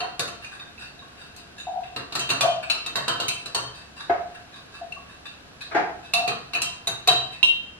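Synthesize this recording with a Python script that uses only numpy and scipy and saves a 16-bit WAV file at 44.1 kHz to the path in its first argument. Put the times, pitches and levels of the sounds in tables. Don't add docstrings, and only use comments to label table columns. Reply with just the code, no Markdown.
import sys
import numpy as np
from scipy import signal
from scipy.fft import rfft, irfft, next_fast_len
from scipy.io import wavfile
from scipy.ndimage import map_coordinates

SR = 44100
rng = np.random.default_rng(int(sys.argv[2]) if len(sys.argv) > 2 else 0)


def transcribe(signal):
    frames = np.atleast_2d(signal).T
    limited = np.clip(frames, -1, 1)
    pcm = np.round(limited * 32767).astype(np.int16)
    wavfile.write(sys.argv[1], SR, pcm)


N = 343539

# pitch_hz, level_db, base_t60_s
GLASS_MODES = [(2682, 8.5, 0.094), (2722, 9, 0.049), (2910, 8, 0.044), (3800, 4, 0.11), (4076, 12.5, 0.091),
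               (3950, 11.5, 0.027), (4380, 13, 0.063), (4500, 9, 0.023), (5440, 2, 0.053), (6083, 8, 0.041),
               (6430, 5.5, 0.037), (7540, -9, 0.084), (8160, 2.5, 0.055), (8980, -19, 0.043),
               (10720, -0.5, 0.069), (12100, -10, 0.053), (11150, -23, 0.087)]


def amp(db):
    return 10 ** (np.asarray(db) / 20)


def unit(x):
    return x / np.sqrt(np.mean(x ** 2) + 1e-20)


def along(points, hz):
    freqs, values = np.transpose(points)
    return np.interp(np.log(hz + 1), np.log(freqs + 1), values)


def filtered(x, response):
    n = x.shape[-1]
    padded = next_fast_len(n + 8192)
    return irfft(rfft(x, padded) * response(np.fft.rfftfreq(padded, 1 / SR)), padded)[..., :n]


def coloured(x, spectrum):
    return unit(filtered(x, lambda hz: amp(along(spectrum, hz))))


def band(x, edges_hz):
    return signal.sosfilt(signal.butter(4, edges_hz, "bandpass", fs=SR, output="sos"), x)


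def wobble(rate):
    knots = rng.standard_normal(int(N * rate / SR) + 4)
    return map_coordinates(knots, [np.arange(N) * rate / SR])


def at_level(x, db, window_s):
    opening = x.mean(0)[:round(SR * window_s)]
    return x * amp(db) / np.sqrt(np.mean(opening ** 2) + 1e-20)


def add(track, start_s, x):
    part = track[:, max(round(start_s * SR), 0):][:, :x.shape[1]]
    part += x[:, :part.shape[1]]


def event_time():
    return np.arange(SR * 11 // 20) / SR


def tone(hz, t60, attack_s=0.00052):
    t = event_time()
    return np.sin(2 * np.pi * hz * t) * amp(-60 * t / t60) * (1 - np.exp(-t / attack_s))


def ringing(modes, sustain, scatter_db=4.5, detune=0.29):
    t = event_time()
    hz, db, t60 = np.transpose(modes)[:, :, None]
    strength_db = db + scatter_db * rng.standard_normal(hz.shape)
    pitch_hz = hz + detune * rng.standard_normal(hz.shape) / t60 ** 1.5
    envelopes = amp(strength_db - 60 * t / (t60 * max(sustain, 0.2)))
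    return np.sum(envelopes * np.sin(2 * np.pi * pitch_hz * t), 0)


def diffuse(n):
    # freq_hz, side_over_mid_db
    width = [(60, -18), (125, -15.5), (250, -2.5), (700, -5), (1300, -0.5), (2500, 4.5), (12000, 4)]
    mid, side = rng.standard_normal((2, n))
    side = filtered(side, lambda hz: amp(along(width, hz)))
    return np.array([mid + side, mid - side])


def kitchen(x, direct_db, near_db=-1, near_t60=0.058):
    # freq_hz, t60_s
    room_decay = [(100, 1), (260, 0.49), (700, 0.57), (1800, 0.48), (4800, 0.49), (8000, 0.38),
                  (13000, 0.22)]
    t = event_time()
    noise = diffuse(len(t))
    hz, frame_s, spectra = signal.stft(noise, SR, nperseg=256)
    decay = amp(-60 * frame_s / along(room_decay, hz)[:, None])
    tail = signal.istft(spectra * decay, SR, nperseg=256)[1][:, :len(t)]
    tail *= 1 - np.exp(-t / 0.0048)
    near = noise[:, ::-1] * amp(-60 * t / near_t60)
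    paths = (unit(tail) + amp(near_db) * unit(near)) / np.sqrt(len(t))
    paths[[0, 1], [0, 3]] += amp(direct_db)
    return signal.fftconvolve(x[None], paths, axes=1)[:, :len(t)]


def room_tone():
    # pitch_hz, relative_db
    hum_notes = [(70.0, -50)]
    # freq_hz, gain_db
    air_eq = [(12, -13), (20, -10.5), (135, -0.5), (587, -9.5), (693, -10.5), (914, -12), (1640, -10.5),
              (2160, -18), (2620, -13.5), (3860, -21.5), (5380, -24.5), (11100, -38.5), (15000, -62)]
    t = np.arange(N) / SR
    hum = np.zeros(N)
    for hz, db in hum_notes:
        gain = np.sqrt(2) * amp(db - 9.5 + 1.1 * wobble(3))
        hum += gain * np.sin(2 * np.pi * hz * t + 0.5 * wobble(9))
    return hum + amp(-46) * coloured(diffuse(N), air_eq)


def swirl(wash_db=-53, lifted_s=7.3, settle_db_per_s=25):
    # freq_hz, gain_db
    liquid_eq = [(250, -27), (420, -35), (700, 20.5), (900, -7), (1200, -10), (1650, 12), (2100, -61),
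                 (2600, -16), (3200, -8), (3900, 5), (5500, -8.5), (9000, -13.5), (15000, -13.5)]
    wash = coloured(diffuse(N) * amp(1.1 * wobble(110)), liquid_eq)
    settling_db = settle_db_per_s * np.maximum(np.arange(N) / SR - lifted_s, 0)
    return wash * amp(wash_db - settling_db + 0.33 * wobble(4))


def wall_ring(blow, db, open_db, edge_db):
    # low_hz, high_hz
    registers = [(2200, 3300), (3400, 5200), (5200, 7500), (7500, 15000)]
    balance_db = open_db - 1.5, -3.7, edge_db - 5.5, edge_db - 5.5
    wet = kitchen(blow, direct_db=-53, near_db=2.5, near_t60=0.094)
    return sum(at_level(band(wet, edges), db + trim_db, window_s=0.027)
               for edges, trim_db in zip(registers, balance_db))


def singing(db, sustain):
    # pitch_hz, level_db, base_t60_s
    long_modes = [(1000, -16, 0.84), (2785, -10, 0.5), (3122, -3.5, 0.46), (3770, -12, 0.23),
                  (3920, -20, 0.2)]
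    song = ringing(long_modes, sustain, scatter_db=-2.5, detune=0.96)
    return at_level(kitchen(song, direct_db=-20), db, window_s=0.076)


def jar_thud(db, skid, t60=0.015, hollow_hz=696):
    # freq_hz, gain_db
    thud_eq = [(60, -38), (130, 9), (195, -17.5), (260, -6.5), (400, -3.5), (445, 2.5), (520, -6.5),
               (900, -7.5), (1020, 0.5), (1170, 2.5), (1330, 2), (1490, -0.5), (1640, -3.5), (1900, -4),
               (2030, -13), (3000, -33)]
    t = event_time()
    thud = coloured(rng.standard_normal(len(t)), thud_eq) * (amp(-60 * t / t60) + skid)
    thud = kitchen(band(thud, (105, 2200)), direct_db=-10, near_db=-4, near_t60=0.39)
    hollow = kitchen(tone(hollow_hz, t60=0.11), direct_db=-8.5)
    return at_level(thud, db, window_s=0.077) + at_level(hollow, db - 9.5, window_s=0.11)


def dry_attack(x, peak_db, t60, edges_hz):
    attack = band(x * amp(-60 * event_time() / t60), edges_hz)
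    return amp(peak_db) * np.array([attack, np.roll(attack, 4)]) / np.abs(attack).max()


def clinks(crack_t60=0.026, skid_t60=0.16, clatter_db=1, clatter_t60=0.015):
    # start_s, level_db, open_db, edge_db, low_hz, low_db, high_hz, high_db, thud_db, singing_db
    hits = [(0.003,-36,0.5,-13,2760,-42,4330,-38.5,-35.5,-42.5),
            (0.194,-28,-6.5,-4.5,2770,-46,3670,-36.5,-32,-58),
            (0.278,-44.5,1.5,-2,2700,-60,3870,-59,-43,-56), (1.363,-53,-3,3,2640,-62,4200,-57,-62,-72),
            (1.962,-36,-6.5,-10,2765,-41,4050,-47,-36,-68),
            (2.123,-36.5,-8,-11.5,2790,-50,4032,-45,-41.5,-54),
            (2.152,-28,-7.5,-8,2750,-51,4270,-45,-33,-54), (2.193,-34.5,-1,-0.5,2885,-46,4030,-46,-40,-40),
            (2.291,-36,1.5,-5,2720,-42,3650,-40,-36,-41),
            (2.302,-26.5,-3.5,-5.5,2744,-28.5,4053,-38,-30.5,-50),
            (2.408,-25.5,-2.5,-4,2450,-33,3480,-33,-27,-37.5),
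            (2.699,-26,1.5,-7,2665,-34,4050,-33,-36.5,-43),
            (2.862,-36.5,-3.5,-5,2660,-36.5,3775,-36.5,-41,-47),
            (2.956,-28.5,-15,-9,2706,-41,3845,-34,-30.5,-41.5),
            (3.08,-27,-12,-8.5,2970,-37,4000,-37,-28.5,-30.5),
            (3.2,-30,-17,-9.5,2810,-35.5,3900,-42,-33.5,-39),
            (3.282,-30,0.5,0,2730,-43.5,3970,-42,-43,-37.5), (3.458,-40,-6,-6,2700,-48,3990,-41.5,-44,-58),
            (3.547,-29.5,-12,-1.5,2990,-45,4435,-34.5,-31.5,-35),
            (6.136,-22,-3,-7.5,2687,-22,3650,-32,-34,-55), (6.277,-29,-3,-8,2480,-36,4470,-45,-31.5,-44),
            (6.534,-34.5,1,-8,2720,-36,3960,-40,-39.5,-51), (6.549,-34.5,3,-7,2516,-29,4450,-46,-38,-52),
            (6.618,-29.5,-2,0.5,2734,-32,3920,-44,-41,-37.5),
            (6.871,-37.5,-1,5,3775,-30,3995,-32,-35.5,-47.5),
            (7.074,-24.5,-5,-3.5,2530,-30.5,3760,-33,-27.5,-37),
            (7.085,-28.5,-3,-16,2630,-40,3924,-19,-32,-27)]
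    # freq_hz, gain_db
    crack_eq = [(1500, -60), (2300, -19), (3200, -36), (4500, -16), (5500, -30), (8500, -6), (9800, -32),
                (12300, -11), (16000, -46)]
    # low_hz, high_hz
    clatter_ranges = [(2400, 3000), (3600, 4200), (3900, 4700), (5900, 9300)]
    out, t = np.zeros((2, N)), event_time()
    skid = amp(-11.5 - 60 * t / skid_t60)
    for start_s, db, open_db, edge_db, low_hz, low_db, high_hz, high_db, thud_db, singing_db in hits:
        sustain = 0.84 + 0.14 * open_db
        crack = coloured(rng.standard_normal(len(t)), crack_eq) * (amp(-60 * t / crack_t60) + skid)
        crack *= amp(-4.5 - 0.59 * open_db)
        clatter = [(hz, clatter_db, clatter_t60)
                   for edges in clatter_ranges for hz in rng.uniform(*edges, 3)]
        blow = ringing(GLASS_MODES + clatter, sustain) + crack
        clink = wall_ring(blow, db, open_db, edge_db)
        for hz, note_db in (low_hz, low_db), (high_hz, high_db):
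            spoon_note = kitchen(tone(hz, t60=0.099), direct_db=2)
            clink += at_level(spoon_note, note_db, window_s=0.055)
        clink += singing(singing_db, sustain)
        clink += jar_thud(thud_db, skid)
        tick = dry_attack(crack, db + edge_db + 7.5, t60=0.017, edges_hz=(4500, 12500))
        strike = dry_attack(blow, db + open_db - 7, t60=0.054, edges_hz=(2300, 9000))
        add(out, start_s, clink + tick + strike)
    return out


def plops(glide=0.034, glide_s=0.013, wander=0.035, wander_hz=70, t60=0.15, attack_s=0.0019):
    # start_s, level_db, pitch_hz, churn_s
    gulps = [(0.015, -30, 742.5, 0.026), (1.671, -29.5, 738.5, 0.021), (1.757, -28.5, 729.5, 0.025),
             (1.838, -48, 714, 0.0082), (2.436, -23.5, 689, 0.0033), (2.448, -19, 675.3, 0.0018),
             (2.464, -23, 678, 0.0018), (4.098, -17.5, 690, 0.017), (4.815, -34.5, 696, 0.01),
             (4.968, -45, 1112, .004), (5.761, -24, 722.5, 0.016), (6.143, -25.5, 705, 0.048),
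             (6.212, -25, 732, 0.035), (6.549, -36, 693, 0.015), (6.873, -37.5, 687, 0.024),
             (7.079, -22, 724, .025)]
    out, t = np.zeros((2, N)), event_time()
    for start_s, db, hz, churn_s in gulps:
        waver = unit(filtered(rng.standard_normal(len(t)), lambda f: f < wander_hz))
        bend = 0.988 + glide * np.exp(-t / glide_s) + wander * waver
        phase = 2 * np.pi * np.cumsum(hz * bend) / SR
        envelope = (1 - np.exp(-t / attack_s)) * amp(-60 * np.maximum(t - churn_s, 0) / t60)
        slosh = amp(-19) * unit(band(rng.standard_normal(len(t)), (640, 960)))
        wet = kitchen((np.sin(phase) + slosh) * envelope, direct_db=1, near_db=-3, near_t60=0.12)
        add(out, start_s - 0.002, at_level(wet, db, window_s=0.071))
    return out * amp([[1], [-1]])


def knocks(t60=0.076, attack_s=0.0085):
    # start_s, relative_db
    blows = [(0.027, -34), (4.0939, -17), (5.711, -27), (5.7454, -11.5), (5.7614, -18.5), (5.7767, -31)]
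    # freq_hz, gain_db
    base_eq = [(80, -8), (130, -26), (280, -13.5), (420, -1.5), (550, -11.5), (720, 0.5), (950, -7),
               (1500, -4.5), (1900, -11), (2400, -17), (3200, -28.5), (6000, -36)]
    out, t = np.zeros((2, N)), event_time()
    envelope = amp(-60 * t / t60) * (1 - np.exp(-t / attack_s))
    for start_s, db in blows:
        thud = coloured(rng.standard_normal(len(t)), base_eq) * envelope
        wet = band(kitchen(thud, direct_db=-5.5), (80, 6000))
        add(out, start_s, at_level(wet, db - 9.5, window_s=0.097))
    return out


def rubbed_wall(slips, pitch_spread=0.024, scatter_db=4.7, grit_db=-28):
    # centre_hz, width_hz, level_db
    resonances = [(1160,46,10), (1633,223,11.5), (2632,65,22), (3797,130,22), (4594,75,18.5), (6740,330,1),
                  (8070,180,7.5)]
    modes = [(hz * (1 + pitch_spread * rng.normal()), width, amp(db + scatter_db * rng.normal()))
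             for hz, width, db in resonances]
    return filtered(slips, lambda f: amp(grit_db) + sum(
        gain * 1j * f * width / (hz * hz - f * f + 1j * f * width) for hz, width, gain in modes))


def rubs(slips_per_s=900, slip_spread_db=5):
    # start_s, length_s, low_db, mid_db, hiss_db
    strokes = [(0.411,0.069,-50.5,-48.5,-53), (0.518,0.045,-45,-54,-54.5), (0.591,0.035,-49,-52,-56),
               (0.787,0.076,-47.5,-46.5,-51), (1.015,0.057,-51,-62,-71), (1.153,0.17,-53,-56.5,-56),
               (1.369,0.042,-62,-56,-56), (1.565,0.074,-51,-49,-49.5), (1.831,0.041,-55,-49,-65),
               (2.623,0.023,-42,-40,-50), (3.733,0.11,-54.5,-53.5,-52.5), (3.96,0.036,-50,-49,-53),
               (3.992,0.055,-42.5,-60,-45.5), (4.337,0.028,-47,-53,-58.5), (4.521,0.082,-51.5,-56,-52.5),
               (4.714,0.089,-48.5,-51,-54.5), (5.082,0.099,-53.5,-56,-60.5), (5.252,0.017,-46,-45.5,-48.5),
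               (5.603,0.044,-48,-48.5,-45.5), (6.025,0.075,-55,-50,-56), (7.313,0.04,-62,-45,-52.5)]
    out, t = np.zeros((2, N)), event_time()
    for start_s, length_s, *levels_db in strokes:
        progress = np.minimum(t / length_s, 1)
        swell = np.sin(np.pi * progress ** 0.54)
        slips = swell * (rng.random(len(t)) < slips_per_s / SR) * rng.standard_normal(len(t))
        slips *= amp(slip_spread_db * rng.standard_normal(len(t)))
        rub = rubbed_wall(slips * (1 - progress)) + rubbed_wall(slips * progress)
        wet = kitchen(rub, direct_db=-7.5)
        for edges, db in zip([(600, 1860), (2000, 3180), (3200, 11600)], levels_db):
            add(out, start_s, at_level(band(wet, edges), db, window_s=length_s + 0.028))
    return out


def touches(t60=0.064, wall_db=-11):
    # start_s, level_db, pitch_hz
    glances = [(0.446, -41.5, 2480), (0.598, -46.5, 3680), (0.779, -47, 2636), (0.992, -50, 3810),
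               (1.6, -46.5, 3740), (4.922, -37, 2716), (5.256, -45, 3590), (5.608, -49.5, 2530),
               (5.612, -48.5, 4060)]
    out = np.zeros((2, N))
    for start_s, db, hz in glances:
        note = unit(tone(hz, t60)) + amp(wall_db) * unit(ringing(GLASS_MODES, sustain=0.4))
        add(out, start_s, at_level(kitchen(note, direct_db=-1.5), db, window_s=0.049))
    return out


def rim_tap(start_s=7.429, db=-20.5, click_db=-13, click_t60=0.014):
    # pitch_hz, relative_db, t60_s
    rim_modes = [(996,-19,0.14), (2765,1.5,0.16), (2780,-15,0.17), (3128,-11,0.32), (3144,-9,0.62),
                 (3730,-12.5,0.23), (3830,-9,0.031), (4010,-18,0.15), (5770,-28.5,0.06), (8200,-39,0.063),
                 (8670,-30,0.034)]
    # freq_hz, gain_db
    click_eq = [(100,2), (300,8.5), (2000,-3), (3500,14.5), (5000,3), (13000,-16)]
    out, t = np.zeros((2, N)), event_time()
    for hz, mode_db, t60 in rim_modes:
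        ring = kitchen(tone(hz, t60), direct_db=2)
        add(out, start_s, at_level(ring, db + mode_db, window_s=0.084))
    click = coloured(rng.standard_normal(len(t)), click_eq) * amp(-60 * t / click_t60)
    add(out, start_s, at_level(kitchen(click, direct_db=-19), db + click_db, window_s=0.059))
    return out


def scene():
    return clinks() + touches() + rim_tap() + plops() + knocks() + rubs() + swirl() + room_tone()


def record(dry, top_hz=15800):
    # freq_hz, gain_db
    side_eq = [(400, 0), (1000, 1), (2500, -2), (5000, 0.5), (12000, 2.5)]
    rolloff = [(12200, -2.5), (13200, -15.5), (15500, -32)]
    mid, side = (dry[0] + dry[1]) / 2, (dry[0] - dry[1]) / 2
    side = filtered(side, lambda hz: amp(along(side_eq, hz)))
    pair = np.array([mid + side, mid - side])
    return filtered(pair, lambda hz: amp(along(rolloff, hz)) * (hz < top_hz))


dry = scene()
out = record(dry)
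transcribe(out)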